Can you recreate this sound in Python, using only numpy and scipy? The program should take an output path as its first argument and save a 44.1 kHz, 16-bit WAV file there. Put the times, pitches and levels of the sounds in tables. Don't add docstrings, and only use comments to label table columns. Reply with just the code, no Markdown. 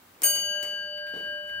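import sys
import numpy as np
from scipy import signal
from scipy.fft import rfft, irfft
from scipy.io import wavfile

SR = 44100
rng = np.random.default_rng(int(sys.argv[2]) if len(sys.argv) > 2 else 0)


def digitize_waveform(pressure):
    field = np.atleast_2d(pressure).T
    bounded = np.clip(field, -1, 1)
    quanta = np.round(bounded * 32767).astype(np.int16)
    wavfile.write(sys.argv[1], SR, quanta)


N = 70560
TIME = np.arange(N) / SR


# [f/Hz, level/dB, left minus right/dB, width/half cycles
# between channels, t60/s, swell/s, beat/Hz (negative: twin below), twin level/dB, time of a dip/s,
# beat lag between channels/cycles]
LONG_PARTIALS = [ (593.3, -41, -1.8, .2, 40, .003, 2.6, -5.5, .41, 0),
                 (1608.4, -36, 3, .44, 60, .003, 3.82, -6.5, .405, .06),
                 (2964.0, -29, 6.5, .4, 7.5, .003, 22.7, -27, .29, .2),
                 (4623.2, -29.5, -1, .72, 2.8, .012, 36, -22, .25, .3),
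                 (6508.5, -19.5, 1, .36, .85, .01, 26.5, -8, .246, .4),
                 (11150.5, -25, 7, .35, .52, .006, -19.5, -7, .279, .05)]
SWAY = {1608.4: [(.23, -2), (.35, -2), (.5, 0), (.95, -1), (1.08, -1.5), (1.19, 5), (1.33, 1.5), (1.5, 3),
        (1.6, 2)], 2964.0: [(.23, 0), (.4, 1), (.7, 1), (.89, -3), (.95, 0), (1.07, -8), (1.17, 1),
        (1.28, 2), (1.45, 0), (1.55, 2)], 4623.2: [(.23, 0), (.32, 3), (.5, 2), (.6, -3), (.7, 1), (.8, 0),
        (.98, 3), (1.15, 0), (1.35, 5), (1.46, 0), (1.6, 7)]}
# [f/Hz, level/dB, left minus right/dB,
# width/half cycles between channels, t60/s]
SHORT_PARTIALS = [ (5437, -42, 0, .4, .17), (8365, -34, 0, .4, .44), (8679, -36, 2, .5, .38),
                  (8720.3, -19, 4, .25, .3), (9382.7, -32, -5, .4, .48), (10280.3, -35, -1, .3, .38),
                  (10351, -39, 0, .4, .4), (10830, -43, 2, .4, .4), (11131, -40, 1, .25, 1.3),
                  (11500, -42, 2, .4, .55), (12658, -34, 7, .4, .3), (13113.7, -34, 4, .4, .38),
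                  (13817, -36, 3, .55, .48), (13849.3, -19.5, 6, .7, .36), (14744.8, -27, 5, .4, .32),
                  (14840, -36, 2, .4, .3), (15082.4, -27, -1, .4, .35), (15178, -44, 2, .25, 1.4),
                  (15240, -48, 2, .3, 1.0)]
# [f/Hz, density/dB per Hz]
CRASH_COLOUR = [(60, -29), (250, -10), (900, -15.5), (2400, 0.5), (3500, -10), (5800, -8), (8700, 6),
                (10000, 2.5), (11300, 1), (12100, 7.5), (13300, -5), (15500, -4)]
# [t/s, level/dB, t60/s, room tail relative to the click/dB]
CLICKS = [(0.2188, -16.5, 0.012, -20), (0.352, -27, 0.024, -13), (0.6271, -30, 0.063, -11.5),
          (0.97, -54.5, 0.024, -11), (1.065, -59, 0.055, -1), (1.085, -57, .06, -12), (1.16, -62, 0.18, 2),
          (1.473, -55.5, 0.045, -4.5), (1.49, -65, 0.032, -11)]
# [f/Hz, density/dB per Hz]
CLICK_COLOUR = [(100, -11), (500, -10), (2300, -25), (4000, -5), (6000, -7), (8000, 2.5), (13000, -8),
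                (16000, 4)]
# [f/Hz, density/dB per Hz]
CLICK_TAIL_COLOUR = [(80, -34), (340, 7.5), (900, 3.5), (2100, 8.5), (3600, -6), (6000, 0), (8000, -1.5),
                     (13000, 1), (16000, -9.5)]
# [t/s, level/dB, t60/s]
RATTLES = [(.972, -50.5, 0.13), (1.065, -51, 0.25), (1.095, -66, 0.06), (1.325, -68.5, .08),
           (1.489, -48.5, 0.089)]
# [f/Hz, density/dB per Hz]
RATTLE_COLOUR = [(600, -22.5), (1700, -4), (2050, -2), (2500, -0.5), (3500, -7.5), (11200, -33),
                 (11900, -0.5), (12800, -22), (16000, -34)]
# [t/s, level/dB]
KNOCKS = [(.355, -53.5), (.63, -51), (1.136, -39.5), (1.16, -41)]
# [f/Hz, density/dB per Hz]
KNOCK_COLOUR = [(40, -27), (130, -10.5), (330, -0.5), (560, -2.5), (800, -13), (1500, -19.5), (4000, -21.5),
                (12000, -44)]
# [t/s, rms level/dB]
WHIRR_LEVEL = [(0, -82), (.2, -59), (.25, -51.5), (.42, -53.5), (.6, -54), (.85, -57.5), (1.08, -61.5),
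               (1.3, -61.5), (1.6, -58.5)]
# [f/Hz, density/dB per Hz]
WHIRR_COLOUR = [(60, -13), (150, -19), (195, 2), (260, -12.5), (360, -3.5), (750, -7.5), (1300, -9.5),
                (2400, -13.5), (3600, -24), (8000, -41), (16000, -53)]
# [t/s, rms level/dB]
HISS_LEVEL = [(0, -54), (.2, -54.5), (.4, -57), (.9, -62.5), (1.03, -62), (1.2, -53), (1.4, -58),
              (1.6, -56.5)]
# [f/Hz, density/dB per Hz]
HISS_COLOUR = [(25, -1), (50, 2), (200, 12), (600, 8.5), (1100, 12), (2000, 6.5), (3500, 3), (6000, -1),
               (12000, -2), (16000, 6.5)]
# [t/s, rms level/dB]
ROOM_HUM_LEVEL = [(0, -80), (.4, -68), (1.05, -65), (1.4, -68.5), (1.55, -55), (1.6, -55)]
# [f/Hz, density/dB per Hz]
ROOM_HUM_COLOUR = [(20, -29), (50, -10), (76, -22), (96, 5.5), (118, -20), (200, -26), (400, -44)]
# [f/Hz, likeness from -1 to 1, left minus right/dB]
STEREO = [(60, 1, -0.5), (303, 0.77, -1), (1000, 0.12, 0), (2505, 0.09, 0.5), (5600, 0.033, 0),
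          (7500, 0.1, 3.5), (13000, 0.041, 1.5)]

STRIKE_S = .232
CLANG_DB, CLANG_SWELL_S = 1, .0031
WAVER_DB, WANDER_RAD, WAVER_PER_S = .8, .12, 4
FLUTTER, FLUTTER_PER_S, FLUTTER_T60_S = .24, 37, 1.6
CRASH_DB, CRASH_T60_S = -28.5, .065
CRASH_TAIL_DB, CRASH_TAIL_T60_S = -30.5, .6
CRACK_RISE_S, BLOW_RISE_S, RATTLE_RISE_S = .0003, .0008, .0027
ROOM_T60_S = .41
KNOCK_T60_S, KNOCK_TAIL_DB, KNOCK_TAIL_T60_S = .07, -6, .67
CUTOFF_HZ = 15700
HALVES = np.array([[.5], [-.5]])


def bell():
    clang = sum(partial(*row, CLANG_SWELL_S) for row in SHORT_PARTIALS)
    out = from_db(CLANG_DB) * clang
    for hz, *mode, beat, twin_db, dip, lag in LONG_PARTIALS:
        twin_cycles = beat * (TIME - dip) - lag * HALVES
        beating = 1 - from_db(twin_db) * np.exp(2j * np.pi * twin_cycles)
        sway = level(SWAY[hz]) if hz in SWAY else 1
        out = out + partial(hz, *mode) * beating * sway
    return out.real


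def partial(hz, db, pan_db, width, t60, swell):
    cycles = hz * (TIME - STRIKE_S) + rng.random()
    phase = 2 * np.pi * cycles + np.pi * width * HALVES
    phase = phase + WANDER_RAD * drift(WAVER_PER_S)
    reflections = drift(FLUTTER_PER_S) + 1j * drift(FLUTTER_PER_S)
    ruffle = 1 + FLUTTER * blow(STRIKE_S, swell, FLUTTER_T60_S) * reflections
    gain = from_db(db + WAVER_DB * drift(WAVER_PER_S)) * pan(pan_db)
    return gain * blow(STRIKE_S, swell, t60) * ruffle * np.exp(1j * phase)


def hammer():
    crash = from_db(CRASH_DB) * blow(STRIKE_S, BLOW_RISE_S, CRASH_T60_S)
    tail = from_db(CRASH_TAIL_DB) * blow(STRIKE_S, BLOW_RISE_S, CRASH_TAIL_T60_S)
    return noise(CRASH_COLOUR) * (crash + tail)


def levers():
    crack_power = tail_power = 0
    for start, db, t60, tail_db in CLICKS:
        crack = from_db(db) * blow(start, CRACK_RISE_S, t60)
        tail = from_db(db + tail_db) * blow(start, BLOW_RISE_S, ROOM_T60_S)
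        crack_power = crack_power + crack ** 2
        tail_power = tail_power + tail ** 2
    return noise(CLICK_COLOUR) * np.sqrt(crack_power) + noise(CLICK_TAIL_COLOUR) * np.sqrt(tail_power)


def rattles():
    envelope = sum(from_db(db) * blow(start, RATTLE_RISE_S, t60) for start, db, t60 in RATTLES)
    return noise(RATTLE_COLOUR) * envelope


def case():
    power = 0
    for start, db in KNOCKS:
        knock = blow(start, BLOW_RISE_S, KNOCK_T60_S)
        tail = from_db(KNOCK_TAIL_DB) * blow(start, BLOW_RISE_S, KNOCK_TAIL_T60_S)
        power = power + from_db(db) ** 2 * (knock ** 2 + tail ** 2)
    return noise(KNOCK_COLOUR) * np.sqrt(power)


def whirr():
    return level(WHIRR_LEVEL) * noise(WHIRR_COLOUR)


def hiss():
    return level(HISS_LEVEL) * noise(HISS_COLOUR)


def room_hum():
    return level(ROOM_HUM_LEVEL) * noise(ROOM_HUM_COLOUR)


def noise(colour):
    log_hz = np.log(np.maximum(np.arange(N // 2 + 1) * SR / N, 1))

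    def column(rows, axis):
        rows = np.array(rows)
        return np.interp(log_hz, np.log(rows[:, 0]), rows[:, axis])

    alike = column(STEREO, axis=1)
    mid, side = rfft(rng.standard_normal((2, N)))
    both = np.sqrt(1 + alike) * mid + np.sqrt(1 - alike) * side * [[1], [-1]]
    out = irfft(both * pan(column(STEREO, axis=2)) * from_db(column(colour, axis=1)), N)
    return out / out.std()


def blow(start, rise, t60):
    age = np.maximum(TIME - start, 0)
    return (1 - np.exp(-age / rise)) * np.exp(-np.log(1000) * age / t60)


def drift(rate):
    knots = np.arange(int(TIME[-1] * 200) + 400) / 200
    pole = np.exp(-2 * np.pi * rate / 200)
    slow = signal.lfilter([1], [1, -2 * pole, pole * pole], rng.standard_normal((2, len(knots))))
    return np.array([np.interp(TIME + 1, knots, s / s.std()) for s in slow])


def level(curve):
    return from_db(np.interp(TIME, *np.transpose(curve)))


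def pan(db):
    return from_db(HALVES * db)


def from_db(db):
    return 10 ** (np.asarray(db) / 20)


def scene():
    strike = bell() + hammer()
    mechanism = levers() + rattles() + case()
    return strike + mechanism + whirr() + hiss() + room_hum()


def record(dry):
    low_pass = signal.ellip(12, .1, 80, CUTOFF_HZ, fs=SR, output="sos")
    return signal.sosfilt(low_pass, dry)


dry = scene()
out = record(dry)
digitize_waveform(out)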